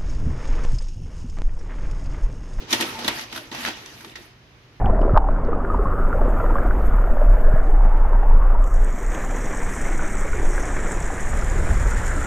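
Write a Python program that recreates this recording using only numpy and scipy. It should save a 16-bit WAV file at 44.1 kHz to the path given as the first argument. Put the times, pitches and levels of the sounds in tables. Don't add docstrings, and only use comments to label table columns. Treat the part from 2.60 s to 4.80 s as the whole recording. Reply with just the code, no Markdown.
import sys
import numpy as np
from scipy import signal
from scipy.io import wavfile

SR = 44100
rng = np.random.default_rng(int(sys.argv[2]) if len(sys.argv) > 2 else 0)


def master_out(mix):
    frames = np.transpose(np.atleast_2d(mix))
    ceiling = np.clip(frames, -1, 1)
    pcm = np.round(ceiling * 32767).astype(np.int16)
    wavfile.write(sys.argv[1], SR, pcm)


N = 97020


def from_db(db):
    return 10 ** (np.asarray(db) / 20)


def rms_one(x):
    return x / np.sqrt(np.mean(x ** 2) + 1e-20)


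def at_hz(points, hz):
    table_hz, values = np.array(points).T
    return np.interp(np.log(hz), np.log(table_hz + 1), values)


def drift(rate_hz):
    step = 40
    r = np.exp(-2 * np.pi * rate_hz * step / SR)
    noise = rng.standard_normal(N // step + 2002)
    slow = signal.lfilter([1], [1, -2 * r, r * r], noise)[2000:]
    return np.interp(np.arange(N) / step, np.arange(len(slow)), rms_one(slow))


def resonance(x, hz, width_hz):
    r = np.exp(-np.pi * max(width_hz, 5) / SR)
    top = (1 - r * r) / 2 * np.array([1, 0, -1])
    return signal.lfilter(top, [1, -2 * r * np.cos(2 * np.pi * hz / SR), r * r], x)


BASS_HZ, TREBLE_HZ = 500, 7000


def by_range(hz, bass_db, treble_db):
    def fade(ratio):
        return np.clip(.5 + 2 * np.log2(ratio), 0, 1)
    return fade(BASS_HZ / hz) * bass_db + fade(hz / TREBLE_HZ) * treble_db


def band_power(colour):
    hz = np.linspace(BASS_HZ, TREBLE_HZ, 500)
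    mean_power = np.mean(from_db(2 * at_hz(colour, hz)))
    return np.sqrt(mean_power * (TREBLE_HZ - BASS_HZ) / (SR / 2))


# frequency in Hz, likeness from 0 to 1.
MIC_LIKENESS = [(60, 0.89), (300, 1), (640, 0.52), (1400, 0), (3100, 0.063), (7000, 0)]
# frequency in Hz, left minus right in dB.
MIC_LEAN = [(60, -5.5), (300, 0), (2400, -1.5), (10000, 0.6)]


def bank(drive, gain_at, colour):
    out = 0
    edges = 25 * 2 ** np.arange(0, 9.4, 1 / 3)
    for k, (low, high) in enumerate(zip(edges, edges[1:])):
        hz = np.sqrt(low * high)
        sos = signal.butter(2, [low, high], "band", fs=SR, output="sos")
        mid, side = signal.sosfilt(sos, drive[k % 2] * gain_at(hz) + 1e-18)
        alike = np.clip(at_hz(MIC_LIKENESS, hz), -1, 1)
        lean = from_db(at_hz(MIC_LEAN, hz) / 2 * np.array([[1], [-1]]))
        pair = np.sqrt(1 + alike) * mid + np.sqrt(1 - alike) * side * [[1], [-1]]
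        out = out + from_db(at_hz(colour, hz)) * lean * pair
    return out


# frequency in Hz, width in Hz, relative lift in dB.
CASE_MODES = [(247.8, 27.2, 3), (334.7, 32.7, 3), (400, 54, -4.5), (909, 69, 3), (1882, 66, 4)]


def case(x, share_db):
    return x + sum(from_db(db + share_db) * resonance(x, hz, width) for hz, width, db in CASE_MODES)


# frequency in Hz, relative density in dB per Hz.
AIR_COLOUR = [(25, -30.5), (50, -7.5), (100, -17), (400, -18), (520, -23.5), (2400, -24), (6300, -35),
              (8000, -76.5), (11500, -44.5), (15700, -66)]
AIR_DB = -52.5
HUM_HZ, HUM_WIDTH_HZ, HUM_DB = 114.4, 36, -56.5


def room_tone():
    air = rms_one(bank(rng.standard_normal((2, 2, N)), lambda hz: 1, AIR_COLOUR))
    hum = rng.standard_normal(N + SR)
    for _ in range(2):
        hum = resonance(hum, HUM_HZ, HUM_WIDTH_HZ)
    hum = hum[SR:]
    return from_db(AIR_DB) * air + from_db(HUM_DB) * rms_one(hum)


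# time in seconds, level in dB before the patchiness and
# the case, bass in dB and treble in dB, both heard relative to their medians over the first half.
WHIR_COURSE = [(0, -47, 17.5, -12.5), (0.066, -50.5, 13, -31), (0.112, -35, 5, -6),
               (.17, -33.5, -0.5, -12.5), (.26, -34.5, 3, -12), (.37, -41, 3.5, -14),
               (.47, -34.5, 9.5, -16), (.53, -35.5, -1.5, -13.5), (0.616, -38.5, -3.5, -10.5),
               (.68, -49.5, 4.5, -18.5), (.76, -40, -2.5, -10.5), (.81, -46, 9.5, -12), (.912, -54, 3, -17),
               (0.927, -40, 4.5, -17), (1.04, -36, -0.5, -9.5), (1.11, -38, -2, -16.5),
               (1.15, -43.5, 4.5, -18.5), (1.4, -50.5, 3.5, -8.5), (1.518, -51, 10, -10.5),
               (1.55, -58, -6, -17), (1.579, -49, 11.5, -11.5), (1.66, -56, 2.5, -9), (1.739, -62, 6, -22)]
# frequency in Hz, relative density in dB per Hz.
WHIR_SPECTRUM = [(80, -17), (110, -6), (165, -16.5), (240, -8), (530, -10.5), (2770, -9), (5600, -14),
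                 (8000, -30), (12500, -20), (15700, -72)]
CONTACTS_PER_S = 6000
WHIR_PATCHY_DB, WHIR_PATCHY_HZ = 2, 19.4
CASE_IN_WHIR_DB = -9


def whir():
    s, *columns = np.transpose(WHIR_COURSE)
    t = np.arange(N) / SR
    level_db, bass_db, treble_db = [np.interp(t, s, c) for c in columns]
    bass_db = bass_db - np.median(bass_db[:N // 2])
    treble_db = treble_db - np.median(treble_db[:N // 2])
    running = t < s[-1]
    shape = (2, 2, N)
    struck = rng.random(shape) < CONTACTS_PER_S / SR
    contacts = rms_one(struck * rng.choice([-1, 1], shape))

    def gain(hz):
        patchy_db = WHIR_PATCHY_DB * drift(WHIR_PATCHY_HZ)
        return running * from_db(level_db + by_range(hz, bass_db, treble_db) + patchy_db)

    shaken = bank(contacts, gain, WHIR_SPECTRUM)
    return case(shaken, CASE_IN_WHIR_DB) / band_power(WHIR_SPECTRUM)


ROOM_DB, ROOM_T60_S = -9, 0.13
WALL_CUT_HZ, ROOM_WIDE_HZ = 4200, 500


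def room(x):
    out = np.zeros((2, N))
    dull = np.exp(-2 * np.pi * WALL_CUT_HZ / SR)
    lags = (rng.uniform(.012, .035, 12) * SR).astype(int)
    for k, lag in enumerate(lags):
        source = x[k % 2]
        loop, state = source.copy(), [0.]
        gain = from_db(-60 * lag / SR / ROOM_T60_S)
        for i in range(lag, N, lag):
            back, state = signal.lfilter([gain * (1 - dull)], [1, -dull], loop[i - lag:i], zi=state)
            loop[i:i + lag] += back[:N - i]
        out[k % 2] += (loop - source) * (-1) ** (k // 2)
    highpass = signal.butter(2, ROOM_WIDE_HZ, "high", fs=SR, output="sos")
    side = signal.sosfilt(highpass, out[0] - out[1])
    return (out.sum(0) + side * [[1], [-1]]) / 2


# start in seconds, relative
# level in dB, accent frequency in Hz, relative bass in dB, relative treble in dB, and
# 60 dB decay time in seconds, which is the rattle's at 1 kHz.
CLACK_EVENTS = [(.106, -23.5, 5700, -13, -23, 0.38), (.127, -8.5, 3720, -8.5, -10, 0.055),
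                (0.1303, -3, 6000, -54, -34, 0.035), (.141, -14.5, 3060, -4.5, -12, 0.074),
                (.201, -19, 940, -2, -17, 0.16), (.208, -12, 3240, -13.5, -10, 0.073),
                (.223, -15, 2830, -5.5, -19, 0.067), (.388, -24.5, 730, -6.5, -15, 0.13),
                (0.445, -20.5, 3640, -3, -14, 0.053), (0.479, -6.5, 3960, -44, -14.5, 0.048),
                (0.4815, -9.5, 855, -13.5, -14, 0.032), (0.594, -14.5, 1680, -22, -24, 0.012),
                (0.6124, -23.5, 4950, -25, -4, 0.012), (0.7261, -20.5, 2700, -11.5, -17.5, 0.04),
                (0.7493, -24.5, 3050, -11, -30, 0.028), (0.7609, -19.5, 1470, -16, -13, 0.044),
                (0.776, -21, 1480, -13, -14, 0.05), (0.915, -26, 3800, -2, -18, 0.052),
                (0.9251, -25, 4240, -12.5, -32, 0.023), (.948, -18.5, 936, -26, -16, 0.031),
                (1.0503, -6.5, 1830, -25, -21, 0.013), (1.058, -19, 1390, -16, -23, 0.15),
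                (1.075, -18.5, 1350, -5.5, -18, 0.059), (1.085, -19, 837, -6, -17, 0.063),
                (1.169, -32.5, 4900, -8, -17, 0.043), (1.2602, -25, 6000, -27, -13, 0.018),
                (1.4076, -32, 1570, -11, -11, 0.035), (1.4462, -26, 1070, -12.5, -20, 0.033),
                (1.4966, -32.5, 3760, -34, -22, 0.015), (1.5555, -25, 1910, -17.5, -24, 0.082)]
# frequency in Hz, relative density in dB per Hz.
CLACK_SPECTRUM = [(140, -45), (230, -11), (550, -5.5), (3580, 0.5), (6000, -7), (8000, -16), (12000, -14.5),
                  (15700, -45)]
CLACK_RISE_S, CLACK_DB = 0.0006, -10.5
ACCENT_DB, ACCENT_OCTAVES = 9, 0.066
BASS_LONGER = 0.028
CASE_IN_CLACK_DB = -1


def clacks():
    rows, t = np.array(CLACK_EVENTS), np.arange(SR // 4) / SR
    attack = 1 - np.exp(-t / CLACK_RISE_S)
    usual_bass_db, usual_treble_db = np.median(rows[:, 3:5], axis=0)

    def gain(hz):
        power = np.zeros(N + len(t))
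        for s, db, accent_hz, bass_db, treble_db, t60 in rows:
            range_db = by_range(hz, bass_db - usual_bass_db, treble_db - usual_treble_db)
            accent_db = ACCENT_DB * np.exp(-.5 * (np.log2(hz / accent_hz) / ACCENT_OCTAVES) ** 2)
            fall_db = -60 * t / (max(t60, .005) * (1000 / hz) ** BASS_LONGER)
            level = from_db(db + range_db + accent_db + CLACK_DB + fall_db)
            i = int(s * SR)
            power[i:i + len(t)] += (level * attack) ** 2
        return np.sqrt(power[:N])

    rattle = rng.choice([-1., 1.], (2, 2, N))
    shaken = bank(rattle, gain, CLACK_SPECTRUM)
    return case(shaken, CASE_IN_CLACK_DB) / band_power(CLACK_SPECTRUM)


KNOCK_DB, THUD_DB = -4, 1.5
KNOCK_CYCLES = 61
THUD_TOP_HZ, THUD_RISE_S = 1000, 0.0053
HARD_DB_PER_HALVING = 0.5


def knocks():
    out, t = np.zeros((2, N + SR)), np.arange(SR // 10) / SR
    phases = rng.uniform(-1, 1, (len(CLACK_EVENTS), 1)) * [[1, -1]]
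    modes = sum(from_db(db) * np.exp(-np.pi * width * t) * np.sin(2 * np.pi * hz * t)
                for hz, width, db in CASE_MODES if hz < THUD_TOP_HZ)
    thud = (1 - np.exp(-t / THUD_RISE_S)) * modes
    for (s, db, accent_hz, bass_db, _, t60), phase in zip(CLACK_EVENTS, phases):
        fall_db = -60 * t * (accent_hz / KNOCK_CYCLES + 2 / max(t60, .005))
        hard_db = HARD_DB_PER_HALVING * np.log2(0.03 / max(t60, .01))
        ring = from_db(fall_db + hard_db) * np.sin(2 * np.pi * accent_hz * t + phase[:, None])
        i = int(s * SR)
        out[:, i:i + len(t)] += from_db(db + KNOCK_DB) * (ring + from_db(bass_db + THUD_DB) * thud)
    return out[:, :N]


# start in seconds,
# end in seconds, start pitch in Hz, end pitch in Hz, rms level in dB; level and pitch waver around these.
DRIVE_TONES = [(0.308, 0.648, 238.7, 239.2, -46), (0.339, 0.44, 900, 860, -41.5),
               (0.577, 0.614, 907, 880, -39), (0.731, 0.834, 681, 594, -49.5), (0.97, 1.028, 247, 240, -39),
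               (1.551, 1.63, 406, 322, -50.5)]
TONE_FADE_S = .018
TONE_WAVER_DB, TONE_WAVER_HZ = 2, 12.0
TONE_WOBBLE, TONE_WOBBLE_HZ = .009, 16.2


def tones():
    out, t = np.zeros(N), np.arange(N) / SR
    for start, end, start_hz, end_hz, db in DRIVE_TONES:
        fade = np.clip(np.minimum(t - start, end - t) / TONE_FADE_S, 0, 1)
        glide_hz = np.interp(t, [start, end], [start_hz, end_hz])
        hz = glide_hz * (1 + TONE_WOBBLE * drift(TONE_WOBBLE_HZ))
        level = from_db(db + TONE_WAVER_DB * drift(TONE_WAVER_HZ))
        out += np.sqrt(2) * fade * level * np.sin(2 * np.pi * np.cumsum(hz) / SR)
    return out


def scene():
    printer = whir() + clacks() + knocks() + tones()
    return printer + from_db(ROOM_DB) * room(printer) + room_tone()


def record(dry):
    return signal.sosfilt(signal.cheby2(20, 60, 16000, fs=SR, output="sos"), dry)


dry = scene()
out = record(dry)
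master_out(out)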